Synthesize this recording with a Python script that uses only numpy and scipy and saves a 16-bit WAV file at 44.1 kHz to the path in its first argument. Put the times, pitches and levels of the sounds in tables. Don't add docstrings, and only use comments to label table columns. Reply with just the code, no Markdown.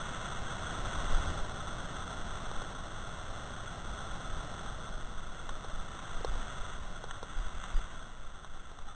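import sys
import numpy as np
from scipy import signal
from scipy.fft import rfft, irfft, next_fast_len
from scipy.io import wavfile
from scipy.ndimage import uniform_filter1d

SR = 44100
rng = np.random.default_rng(int(sys.argv[2]) if len(sys.argv) > 2 else 0)


def decibels_to_gain(level_db):
    exponent = np.asarray(level_db, float) / 20
    return 10 ** exponent


def digitize_waveform(pressure):
    field = np.atleast_2d(pressure).T
    bounded = np.clip(field, -1, 1)
    quanta = np.round(bounded * 32767).astype(np.int16)
    wavfile.write(sys.argv[1], SR, quanta)


N = 394685


def rms_one(x):
    return x / np.sqrt(np.mean(x ** 2) + 1e-20)


def in_time(rows):
    s, *columns = np.transpose(rows)
    return [np.interp(np.arange(N) / SR, s, column) for column in columns]


def drift(rate_hz):
    pole = np.exp(-80 * np.pi * rate_hz / SR)
    noise = rng.standard_normal(N // 40 + 2002)
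    slow = signal.lfilter([1], [1, -2 * pole, pole * pole], noise)[2000:]
    return np.interp(np.arange(N) / 40, np.arange(len(slow)), rms_one(slow))


def coloured(x, spectrum, low_hz, high_hz):
    size = next_fast_len(N)
    hz = np.maximum(np.arange(size // 2 + 1) * SR / size, 1)
    points_hz, points_db = np.transpose(spectrum)
    edges = 1 / np.sqrt((1 + (low_hz / hz) ** 24) * (1 + (hz / high_hz) ** 24))
    gain = decibels_to_gain(np.interp(np.log(hz), np.log(points_hz), points_db)) * edges
    return rms_one(irfft(rfft(x, size) * gain, size)[:N])


# (frequency [Hz], spectral density [dB per Hz])
HOUSING_SPECTRUM = [(190, -43), (330, -4.5), (540, -5), (640, -2), (790, -2.5), (1080, -2), (1190, -3),
                    (1340, 2.5), (1420, 0.8), (1560, -3), (1740, -5.5), (2050, -5.5), (2250, -7.5),
                    (2420, -12)]
# (frequency [Hz], width [Hz], depth [0-1])
HOUSING_NOTCHES = [(898, 205, 0.67), (1675, 176, 0.55)]
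# (low edge [Hz], high edge [Hz])
SPRAY_BANDS = [(300, 900), (900, 1670), (1670, 2400)]
# (time [s], level [dB], fineness, mist over heavy splash [dB])
FLOW_CURVE = [(0.0, -44.5, 2), (0.35, -45, 0.8), (0.8, -43.5, -0.1), (1.27, -42.5, -.2),
              (1.45, -46.5, -1.6), (2.42, -46.5, .3), (2.76, -48.5, -0.2), (4.66, -48, -1.1),
              (4.93, -51, -1.9), (5.3, -51.5, .6), (5.75, -50.5, -0.5), (6.2, -48.5, 1.8),
              (6.55, -47.5, 1.6), (7.05, -52.5, -.3), (7.7, -49, 3.5), (8.0, -53, 0.5), (8.15, -56, 0.8),
              (8.95, -57, .5)]
COARSE_DB, MIST_DB = -4, -10.5
COARSE_LOSS, MIST_GAIN = 0.9, 0.81


def spray():
    hiss_db, fineness = in_time(FLOW_CURVE)
    coarse_db = hiss_db + COARSE_DB - COARSE_LOSS * fineness
    mist_db = hiss_db + MIST_DB + MIST_GAIN * fineness
    rain = droplets(per_s=2500, spread_db=1.2)
    together_db = 0.22 * drift(26)
    foam = np.diff(bubbles(per_s=300, cycles=70), prepend=0)
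    rain = rms_one(rain) + decibels_to_gain(0.5) * foam
    for hz, width_hz, depth in HOUSING_NOTCHES:
        rain = rain - depth * signal.lfilter(*signal.iirpeak(hz, hz / width_hz, SR), rain)
    out = 0
    for level_db, (low_hz, high_hz) in zip((coarse_db, hiss_db, mist_db), SPRAY_BANDS):
        gain = decibels_to_gain(level_db + 0.44 + together_db + 0.11 * drift(36))
        out = out + gain * coloured(rain, HOUSING_SPECTRUM, low_hz, high_hz)
    return out


def droplets(per_s, spread_db):
    sizes = decibels_to_gain(spread_db * np.minimum(rng.exponential(1, N), 5)) * rng.choice([-1, 1], N)
    impacts = sizes * (rng.random(N) < per_s / SR)
    return rms_one(impacts) + 0.88 * rng.standard_normal(N)


def bubbles(per_s, cycles):
    born = np.flatnonzero(rng.random(N) < per_s * decibels_to_gain(0.8 * drift(9)) / SR)
    pitch, size = rng.random((N, 2))[born].T
    t = np.arange(SR // 12) / SR
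    out = np.zeros(N + SR)
    for at, hz, db in zip(born, 450 * 3.6 ** pitch, 7 * size):
        turns = hz * t * (1 + 3.0 * t)
        envelope = decibels_to_gain(db - 60 * turns / cycles) * (1 - np.exp(-turns / 1.2))
        out[at:at + len(t)] += envelope * np.sin(2 * np.pi * turns)
    return rms_one(out[:N])


# (time [s], peak level [dB], brightness [dB per octave],
# hollowness, outer modes over middle ones [dB per octave squared])
DROP_HITS = [(2.513, -37.5, 3, -5), (2.618, -37.5, 5, -2), (5.491, -38, 12.5, -2.5), (5.644, -42, 0, -5),
             (5.99, -45, 19, -6), (6.208, -55, -12.5, 3), (6.2458, -33.5, -4, -1), (6.354, -47.5, -7, -5),
             (7.0393, -40, -0.5, -3.5), (7.109, -44.5, 16.5, 4), (7.228, -41, 1, 1.5),
             (7.638, -42.5, 16.5, -2.5), (7.789, -45, 0, -10), (8.445, -47, 16, -8), (8.572, -47.5, 4, -8),
             (8.714, -56, -1, -1), (8.787, -47, 15, -12)]
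# (frequency [Hz], level [dB], decay time t60 [s])
WALL_MODES = [(475, 15.5, 0.017), (800, 10.5, 0.016), (1090, 9, 0.018), (1430, 2.5, 0.019),
              (1767, 0, 0.011)]
WALL_MIDDLE_HZ = 900


def drops():
    out = np.zeros(N + SR)
    for s, db, bright_db, hollow_db in DROP_HITS:
        start = round(s * SR)
        for k, (hz, mode_db, t60) in enumerate(WALL_MODES):
            octave = np.log2(hz / WALL_MIDDLE_HZ)
            level_db = db + mode_db + bright_db * octave + hollow_db * octave ** 2
            mode = ring(level_db, hz, t60, rise_s=0.001)
            out[start:start + len(mode)] -= (-1) ** k * mode
    no_bass = signal.butter(3, 290, "high", fs=SR, output="sos")
    return signal.sosfilt(no_bass, out[:N])


def ring(db, hz, t60, rise_s):
    t = np.arange(SR * 6 // 100) / SR
    return decibels_to_gain(db - 60 * t / t60) * (1 - np.exp(-t / rise_s)) ** 2 * np.sin(2 * np.pi * hz * t)


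# (frequency [Hz], width [Hz], level [dB])
GURGLE_MODES = [(810, 37, -57), (1263, 19, -48.5), (1800, 50, -67)]
GURGLE_S, GURGLE_LENGTH_S = 8.86, 0.077


def gurgle():
    swell = np.sin(np.pi * np.clip((np.arange(N) / SR - GURGLE_S) / GURGLE_LENGTH_S, 0, 1))
    noise = rng.standard_normal(N)
    out = 0
    for hz, width_hz, db in GURGLE_MODES:
        whistle = signal.lfilter(*signal.iirpeak(hz, hz / width_hz, SR), noise)
        out = out + decibels_to_gain(db) * rms_one(whistle)
    return swell * out


# (time [s], peak level [dB], frequency [Hz], length [swings])
JOLT_EVENTS = [
    (1.08, -16.5, 17.7, 2.25),
    (1.24, -34.5, 85.5, 9.5),
    (2.555, -27, 10.5, 0.87),
    (3.851, -37.5, 53, 6.9),
    (4.3, -39, 53, 4.6),
    (6.241, -31.5, 44.6, 4.8),
    (7.344, -26.5, 28, 3),
    (7.735, -16.5, 22, 1.34),
]


def jolts():
    out = 0
    for s, db, hz, swings in JOLT_EVENTS:
        turn = np.clip((np.arange(N) / SR - s) * hz, 0, swings)
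        swell = np.sin(np.pi * turn / swings) ** 2
        out = out - decibels_to_gain(db) * swell * np.sin(2 * np.pi * turn)
    return out


# (frequency [Hz], spectral density [dB per Hz])
DEEP_SPECTRUM = [(1.8, -35.5), (3.0, 2.5), (16, 6), (24, -3.5), (34, 3), (75, -15.5), (173, -20),
                 (313, -28.5), (400, -43), (520, -60), (880, -120)]
# (low edge [Hz], high edge [Hz])
LOW_BANDS = [(2, 24), (24, 70), (70, 340)]
WASH_DB, WASH_LOSS = -0.33, 0.9


def wind_and_wash():
    flow_db, fineness = in_time(FLOW_CURVE)
    wash = decibels_to_gain(flow_db + WASH_DB - WASH_LOSS * fineness)
    noise = rng.standard_normal(N)
    out = 0
    for gain, (low_hz, high_hz) in zip((*gusts(), wash), LOW_BANDS):
        band = coloured(noise, DEEP_SPECTRUM, low_hz, high_hz)
        own_swell = np.sqrt(uniform_filter1d(band ** 2, size=SR // 10) + 0.15)
        out = out + gain * band / own_swell
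    return out


# (centre time [s], length [s], rumble level [dB], buffeting re rumble [dB])
GUST_EVENTS = [(.07, 0.1, -46, -14), (0.418, .2, -40, -13), (.84, 0.21, -40, -8), (1.004, 0.1, -32, -6),
               (1.15, 0.33, -37.5, 1), (1.297, 0.127, -45, 3), (1.42, 0.19, -36, -7),
               (1.745, 0.32, -50, -2.5), (2.257, 0.29, -42, -8), (2.5, 0.21, -42, -11),
               (2.803, 0.1, -51, -5), (3.0, 0.33, -57, 0), (3.297, 0.082, -45, -13), (3.9, 0.21, -55, -6),
               (4.129, 0.065, -35, -9), (4.353, 0.27, -40, -2), (4.71, 0.22, -47, -1), (4.945, .12, -49, 8),
               (5.146, 0.67, -39, -13), (5.516, 0.22, -37, -23), (5.773, 0.23, -33, -15),
               (6.203, 0.29, -33.5, -15), (6.36, 0.22, -31.5, -12), (6.615, 0.15, -39, -13),
               (6.833, 0.41, -43, -9), (7.12, 0.13, -37.5, -16), (7.424, 0.22, -30.5, -16),
               (7.58, 0.14, -41, -1.5), (7.8, 0.15, -40, 1), (7.982, 0.1, -37.5, -24)]
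CALM_RUMBLE_DB, CALM_BUFFET_DB = -44, -2
BUFFET_FOLLOWS = 0.6
PUFFS_FROM_S, PUFF_GAP_S, PUFF_S, PUFF_DB, PUFF_BUFFET_DB = 8.24, 0.302, 0.21, -42.5, -15


def gusts():
    flow_db, t = in_time(FLOW_CURVE)[0], np.arange(N) / SR
    mean_db = flow_db.mean()
    rumble = np.full(N, decibels_to_gain(CALM_RUMBLE_DB))
    buffet = decibels_to_gain(mean_db + CALM_BUFFET_DB + BUFFET_FOLLOWS * (flow_db - mean_db))
    puffs = [(PUFFS_FROM_S + k * PUFF_GAP_S, PUFF_S, PUFF_DB, PUFF_BUFFET_DB) for k in range(3)]
    for s, length_s, db, buffet_db in GUST_EVENTS + puffs:
        swell = np.cos(np.pi * np.clip((t - s) / length_s, -0.5, 0.5)) ** 2
        rumble = rumble + decibels_to_gain(db) * swell
        buffet = buffet + decibels_to_gain(db + buffet_db) * swell
    return rumble, buffet


def scene():
    return (spray() + wind_and_wash() + drops() + gurgle() + jolts())[None]


def band_limit(x):
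    return signal.sosfilt(signal.butter(12, 9250, fs=SR, output="sos"), x)


def record(dry):
    slow = signal.resample_poly(dry, 16, 147, axis=1)
    held = np.repeat(slow, 10, axis=1)
    held = signal.resample_poly(held, 147, 160, axis=1)[:, :N]
    top_cut = signal.cheby2(10, 50, 9920, fs=SR, output="sos")
    mix = signal.sosfilt(top_cut, held)
    return band_limit(mix)


dry = scene()
out = record(dry)
digitize_waveform(out)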